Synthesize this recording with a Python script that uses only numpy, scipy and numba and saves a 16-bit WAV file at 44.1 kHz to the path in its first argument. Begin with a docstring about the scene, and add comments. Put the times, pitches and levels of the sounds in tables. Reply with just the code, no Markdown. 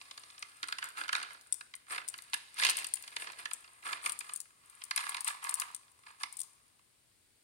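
"""Dry dog kibble is shaken from a plastic scoop onto a shaggy mat, close by in a hard-floored room.
At first the heap only creeps, and stray pellets knock on the scoop wall. From 0.7 s it slides in short
shakes, rattling the plastic and crunching within itself, while falling pellets click on each other or
the floor. The hardest shake comes at 2.6 s and lighter ones follow. The last pellets land around 6.4 s,
and the creep fades into the room tone."""
import sys
import numpy as np
from scipy import signal
from scipy.fft import rfft, irfft, next_fast_len
from scipy.io import wavfile
from scipy.ndimage import uniform_filter1d
from numba import njit

SR = 44100
rng = np.random.default_rng(int(sys.argv[2]) if len(sys.argv) > 2 else 0)


def dump(signal):
    """Clip the signal to [-1, 1] and save it as 16-bit WAV at the path in sys.argv[1]."""
    limited = np.clip(np.atleast_2d(signal).T, -1, 1)
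    pcm = np.round(limited * 32767).astype(np.int16)
    wavfile.write(sys.argv[1], SR, pcm)


N = 327663
TIME = np.arange(N) / SR

# Hard knocks of a pellet on the scoop. Each row: start in seconds, wall level in dB, pellet tick in dB.
KNOCKS = [(0.0118, -47, -81), (0.1103, -42, -58), (0.176, -43, -55), (0.424, -36.5, -56.5),
          (0.629, -31.5, -52), (0.6377, -39, -63), (0.684, -37, -50), (0.7233, -31.5, -52),
          (0.7837, -34, -62), (0.825, -34.5, -59), (1.0357, -41.5, -65), (1.08, -39.5, -55.5),
          (1.09, -29.5, -58.5), (1.1282, -26.5, -46), (1.1504, -26.5, -51), (1.1622, -34.5, -51),
          (1.228, -36, -53.5), (1.6084, -42.5, -58), (1.7374, -42, -68), (1.946, -39, -66),
          (1.9786, -33, -58), (2.1384, -39.5, -61), (2.1854, -45.5, -73), (2.3321, -29.5, -58),
          (2.3404, -30.5, -37.5), (2.6338, -25, -47), (2.649, -21.5, -35.5), (2.6661, -32, -47),
          (2.6882, -31, -48), (2.6964, -27.5, -33.5), (2.8441, -36, -42), (3.0766, -42, -58),
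          (3.1639, -31.5, -46), (3.2697, -40.5, -73), (3.4547, -33, -56.5), (3.511, -39.5, -52),
          (3.9285, -32, -54.5), (4.0604, -27.5, -40), (4.095, -37.5, -40.5), (4.207, -39, -51),
          (4.292, -41, -59), (4.8173, -43.5, -69), (4.909, -28.5, -43), (4.961, -34.5, -35),
          (4.9758, -24.5, -42.5), (4.99, -37, -54), (5.0047, -37, -54), (5.144, -33, -51),
          (5.1673, -33.5, -50), (5.2726, -33, -46), (5.2827, -33, -51), (5.6173, -31, -48),
          (6.2327, -30, -46)]
# The heap creeping in the moving scoop between shakes. Each row: time in seconds, rattle level in dB.
CREEP = [(0.0, -61), (1.3, -63.5), (1.8, -73.5), (2.15, -62), (2.5, -63.5), (3.15, -57.5), (3.75, -64),
         (4.55, -73), (4.7, -63), (5.38, -59.5), (5.95, -71), (6.3, -64.5), (6.55, -71.5), (7.43, -99.5)]


def from_db(db):
    return 10 ** (np.asarray(db) / 20)


def at_hz(rows, hz):
    """Each level column of a spectrum, interpolated on a log-frequency axis."""
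    points, *columns = np.transpose(rows)
    return [np.interp(np.log(np.maximum(hz, 1)), np.log(points), c) for c in columns]


def low_cut(x, hz, order):
    return signal.sosfilt(signal.butter(order, hz, "high", fs=SR, output="sos"), x)


@njit
def rings(start, height, turn, fade, phase, size):
    """Damped sines that swell within a cycle; start is in samples, turn and fade are per sample."""
    out = np.zeros(size)
    for i in range(len(start)):
        first = int(start[i]) + 1
        z = height[i] * np.exp(1j * (phase[i] + turn[i] * (first - start[i])))
        step = np.exp(1j * turn[i] - fade[i])
        onset_gap, swell = 1.0, np.exp(-turn[i] / np.pi)
        for n in range(max(first, 0), min(first + int(6 / fade[i]), size)):
            onset_gap *= swell
            out[n] += z.imag * (1 - onset_gap)
            z *= step
    return out


def strike(s, db, hz, mode_db, cycles, detune, scatter_db, spread_s):
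    """Hits ring modes that fall 60 dB in so many cycles, in stereo; db is energy spread over 5 ms."""
    chance = rng.standard_normal((len(s), 6, np.shape(hz)[-1]))
    pitch, weight, lag, angle, *port_db = chance.swapaxes(0, 1)
    hz = np.minimum(hz * np.exp(detune * pitch), SR / 2)   # each pellet and spot has its own pitches
    share = from_db(mode_db + scatter_db * weight)
    share /= np.linalg.norm(share, axis=1, keepdims=True)
    fade = np.log(1000) * hz / (cycles * SR)
    height = share * from_db(db)[:, None] * np.sqrt(4 * fade * SR * 0.005)
    left_s = s[:, None] + spread_s * np.sqrt(1000 / hz)   # high bending waves run ahead
    right_s = left_s + 0.00029 + 0.00005 * lag   # the right microphone port is farther away
    turn, phase = 2 * np.pi * hz / SR, np.pi * angle
    channels = []
    for arrival_s, uneven_db in zip((left_s, right_s), port_db):   # modes radiate unevenly to the ports
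        modes = arrival_s * SR, height * from_db(uneven_db), turn, fade, phase
        channels.append(rings(*map(np.ravel, modes), N))
    return np.array(channels)


def room_tone(level_db=-71, shared_below_hz=500):
    """A quiet bed of still air and microphone hiss, narrower in the bass."""
    # The colour of the bed. Each row: frequency in Hz, relative spectral level in dB.
    spectrum = [(25, -6.5), (50, 3.5), (100, 9), (170, 2), (300, 2), (600, -3), (1200, -9), (2300, -5.5),
                (5000, -9), (9000, -14), (15500, -14)]
    colour = from_db(at_hz(spectrum, np.fft.rfftfreq(N, 1 / SR))[0])
    noise = irfft(rfft(rng.standard_normal((2, N))) * colour, N)
    mid, side = noise / noise.std()
    side = 0.64 * side + 0.23 * low_cut(side, shared_below_hz, order=1)
    return from_db(level_db) * np.array([mid + side, mid - side]) / np.sqrt(2)


def room_reverb(x, near_t60=0.025, near_db=-6.5, tail_db=-6.5):
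    """Quick reflections from hand, floor and wall, then the diffuse tail of the room."""
    # Bands of the tail. Each row: centre in Hz, relative spectral level in dB, 60 dB decay in seconds.
    bands = [(150, 4.5, 1), (494, 5, 1), (1120, -4, 0.26), (2200, -2, 0.42), (4500, -3.5, 0.73),
             (8990, -6.5, 0.36), (15000, -10.5, .5)]
    centres, levels, t60s = np.transpose(bands)
    t, hz = TIME[:SR], np.fft.rfftfreq(SR, 1 / SR)
    white = rfft(rng.standard_normal((2, SR)))
    tail = 0
    for band, level_db, t60 in zip(np.eye(len(bands)), levels, t60s):
        noise = irfft(white * at_hz(np.c_[centres, band], hz)[0], SR)
        unit_energy = np.sqrt(2 * np.log(1000) / (t60 * SR))
        tail = tail + noise * from_db(level_db - 60 * t / t60) * unit_energy
    near = rng.standard_normal((2, SR)) * from_db(-60 * t / near_t60) * (t > 0.002)
    near /= np.linalg.norm(near, axis=1, keepdims=True)
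    response = from_db(near_db) * near + from_db(tail_db) * tail * (t > 0.008)
    return signal.fftconvolve(x, response, axes=1)[:, :N]


def tumbles(above_creep_db, per_s=12, range_db=14):
    """Times and levels of single pellets toppling in the heap, riding on the creep."""
    jitter, size = rng.random((int(per_s * N / SR), 2)).T
    s = (np.arange(len(jitter)) + jitter) / per_s
    return s, np.interp(s, *np.transpose(CREEP)) + above_creep_db + range_db * (size - 0.5)


def sliding_heap(attack_db_per_s=599.5, rattle_release_db_per_s=182.5, crunch_release_db_per_s=262.5):
    """Rattle and crunch envelopes in dB: at each shake the heap breaks loose, slides and settles."""
    # Shakes of the scoop. Each row: time of reaching full speed in seconds, hold in seconds,
    # rattle on the wall in dB, crunch between pellets in dB.
    shakes = [(0.685, 0.017, -49.5, -65), (0.83, .02, -43.5, -66.5), (0.978, 0.03, -39, -56),
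              (1.126, 0.06, -41.5, -62), (1.195, 0.034, -44, -76), (1.301, 0.017, -50.5, -69),
              (1.91, 0.034, -39.5, -53), (2.338, 0.0046, -49, -60.5), (2.59, .04, -35, -49),
              (2.626, 0.045, -31.5, -46), (2.775, 0.016, -40.5, -50), (3.207, 0.017, -46, -54.5),
              (3.268, 0.008, -44, -72), (3.386, 0.021, -48.5, -61), (3.856, 0.073, -40.5, -55.5),
              (4.046, 0.024, -41, -49.5), (4.21, 0.11, -54, -65.5), (4.972, .13, -42, -57),
              (5.145, 0.039, -47, -65), (5.267, 0.024, -39, -50.5), (5.434, 0.065, -41, -57.5),
              (5.579, 0.033, -44, -59), (5.66, 0.024, -49, -71), (6.065, 0.026, -52, -71.5),
              (6.209, 0.0066, -48.5, -60)]
    rattle = np.interp(TIME, *np.transpose(CREEP))
    crunch = rattle - 9.5   # a creeping heap crunches less than it rattles
    for s, hold_s, rattle_db, crunch_db in shakes:
        attack_db = attack_db_per_s * np.maximum(s - TIME, 0)
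        after_s = np.maximum(TIME - s - hold_s, 0)
        rattle = np.maximum(rattle, rattle_db - attack_db - rattle_release_db_per_s * after_s)
        crunch = np.maximum(crunch, crunch_db - attack_db - crunch_release_db_per_s * after_s)
    return rattle, crunch


def contacts(envelope_db, per_s, unevenness_db):
    """Times and levels of grains that add up to an envelope: a creep is even, a fast slide is lumpy."""
    jitter, size = rng.random((int(per_s * N / SR), 2)).T
    s = (np.arange(len(jitter)) + jitter) / per_s
    level_db = np.interp(s, TIME, envelope_db)
    lumpy_db = unevenness_db * np.clip((level_db + 77) / 25, 0.3, 1)
    size_db = lumpy_db * np.minimum(-np.log(1 - size), 3.5)
    energy_in_5_ms = uniform_filter1d(from_db(2 * size_db), size=25) * per_s * 0.005
    return s, level_db + size_db - 10 * np.log10(energy_in_5_ms)


def rolled(s, db, roll_s, touches):
    """A rough pellet rolls over its bumps, splitting each hit into touches that share the energy."""
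    touch_s = s[:, None] + roll_s * (np.arange(touches) + rng.random((len(s), touches)) - 0.5) / touches
    return touch_s.ravel(), np.repeat(db, touches) - 10 * np.log10(touches)


def landings(bounce_s=0.013, bounce_loss_db=11):
    """Times and levels of falling pellets, each landing and hopping once."""
    # A pellet lands on another or on the floor. Each row: start in seconds, level in dB.
    clicks = [(0.8416, -45), (0.8883, -52), (1.411, -56), (1.5248, -33.5), (1.7527, -50), (2.0786, -47),
              (2.086, -39), (2.179, -51.5), (2.2212, -52.5), (2.7033, -34.5), (2.7693, -36.5),
              (2.787, -42.5), (2.8677, -43.5), (2.9377, -34.5), (3.0243, -48), (3.534, -39),
              (4.1202, -40.5), (4.19, -41), (4.3359, -41.5), (4.3601, -41.5), (4.4027, -42), (4.8384, -44),
              (5.0937, -40), (5.2065, -42), (5.2456, -40), (5.2783, -36), (5.4415, -42), (5.4934, -36.5),
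              (5.5411, -33.5), (5.5987, -34), (5.747, -44), (6.3258, -51), (6.3696, -45), (6.3917, -45.5),
              (6.4028, -39.5), (6.4153, -41)]
    s, db = np.transpose(clicks)
    hop_s = bounce_s * (0.5 + rng.random(len(s)))
    return np.r_[s, s + hop_s], np.r_[db, db - bounce_loss_db]


def pellets(crunch_db):
    """Hard pellets click as they land, tick at each knock or tumble and crunch within the heap."""
    # The short, bright ring of a pellet. Each row: frequency in Hz, relative level in dB.
    modes = [(3600, -14), (5200, -8), (6700, -2.5), (7900, -6), (9000, -2.5), (10200, 1), (12000, -6.5),
             (14500, -6.5)]
    knock_s, _, tick_db = np.transpose(KNOCKS)
    hits = np.hstack([landings(), (knock_s, tick_db), tumbles(above_creep_db=-0.5)])
    ticks = rolled(*hits, roll_s=0.0015, touches=4)
    crunch = contacts(crunch_db, per_s=640, unevenness_db=3.5)
    s, db = np.hstack([ticks, crunch])
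    return strike(s, db, *np.transpose(modes), cycles=14.1, detune=0.058, scatter_db=6.5, spread_s=0.00015)


def scoop(rattle_db, slide_tilt_db_per_octave=-3.5, knock_thud_db=-5.0, wall_cycles=25, hollow_cycles=24):
    """Knocks and the sliding heap ring the plastic wall; the whole scoop thuds faintly underneath."""
    # The hollow rings higher when the heap covers it, lower as it empties. Each row: time in seconds,
    # hollow pitch in Hz, hollow boost in dB, wall tilt in dB per octave, thud relative to rattle in dB.
    poses = [(0.2, 1140, 5.5, 4.5, -12.5), (0.8, 1470, 1.5, -1.5, -20), (1.2, 1400, 7, 0.5, -18),
             (1.95, 1530, -8, -3, -15.5), (2.58, 1240, -1.5, 4, -19.5), (2.658, 2990, 5.5, 4, -19.5),
             (3.3, 1277, -12, -0.5, -12), (3.9, 1223, -0.5, -2, -16.5), (4.25, 1210, 6, 0.5, -19),
             (4.97, 1088, 1, 0, -24.5), (5.6, 1103, 7, -1, -25), (6.25, 1102, 7.5, 0.5, -24)]
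    # Wall modes; the first is the hollow, tuned by the pose. Each row: pitch in Hz, relative level in dB.
    wall_modes = [(1060, -1), (1070, -3.5), (1330, -4.5), (1700, -2), (2100, -2), (2500, -1), (3000, -4.5),
                  (3550, -5), (4200, -4), (4900, -4.5), (6200, -10.5)]
    # Low modes of the whole loaded scoop. Each row: pitch in Hz, relative level in dB.
    body_modes = [(130, -11), (320, -2.5), (420, -1.5), (570, -11), (760, 8)]
    knocks = np.hstack([np.transpose(KNOCKS)[:2], tumbles(above_creep_db=6.5)])
    knock_s, knock_db = rolled(*knocks, roll_s=0.002197, touches=3)
    slide_s, slide_db = contacts(rattle_db, per_s=700, unevenness_db=5.5)
    s, db = np.r_[knock_s, slide_s], np.r_[knock_db, slide_db]
    pose_s, *curves = np.transpose(poses)
    hollow_hz, hollow_db, tilt_db, thud_db = [np.interp(s, pose_s, c) for c in curves]
    tilt_db[len(knock_s):] += slide_tilt_db_per_octave   # sliding contacts are duller than knocks
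    thud_db[:len(knock_s)] += knock_thud_db   # one pellet hardly moves the whole scoop
    wall_hz, mode_db = np.transpose(wall_modes)
    is_hollow = np.arange(len(wall_modes)) == 0
    hz = np.where(is_hollow, hollow_hz[:, None], wall_hz)
    mode_db = mode_db + tilt_db[:, None] * np.log2(wall_hz / 2000) + is_hollow * hollow_db[:, None]
    cycles = np.where(is_hollow, hollow_cycles, wall_cycles)
    wall = strike(s, db, hz, mode_db, cycles, detune=0.048, scatter_db=3.0, spread_s=0.0019)
    thud = strike(s, db + thud_db, *np.transpose(body_modes),
                  cycles=13, detune=0.14, scatter_db=1.0, spread_s=0.0015)
    return low_cut(wall, hz=755, order=6) + thud


def scene():
    """Scoop and pellets up front, with the room's reverb and quiet tone behind them."""
    rattle_db, crunch_db = sliding_heap()
    kibble = scoop(rattle_db) + pellets(crunch_db)
    return kibble + room_reverb(kibble) + room_tone()


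def record(dry, cutoff_hz=15900):
    """Two microphone ports colour the sound, and a steep low-pass takes off the very top."""
    # Port colour; the left resonates in the treble. Each row: frequency in Hz, left in dB, right in dB.
    ports = [(385, -2, -2.5), (1090, -2.5, 0), (1700, -3, 4.5), (2690, -0.5, 1), (4650, 0, 5),
             (6330, 2.5, -3.5), (7430, 8.5, 3), (7450, 8.5, 2.5), (9130, 17.5, -2), (10460, 8, -3.5),
             (12300, 4.5, -12), (14200, 0.5, -1.5), (15700, 3, -16.5)]
    size = 2 * next_fast_len(N // 2 + SR // 10)
    gain = from_db(at_hz(ports, np.fft.rfftfreq(size, 1 / SR)))
    cepstrum = irfft(np.log(gain))
    fold = np.r_[1, np.full(size // 2 - 1, 2), np.zeros(size // 2)]   # minimum phase: no pre-ringing
    coloured = irfft(rfft(dry, size) * np.exp(rfft(cepstrum * fold)))[:, :N]
    return signal.sosfilt(signal.ellip(10, 0.3, 70, cutoff_hz, fs=SR, output="sos"), coloured)


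dry = scene()
out = record(dry)
dump(out)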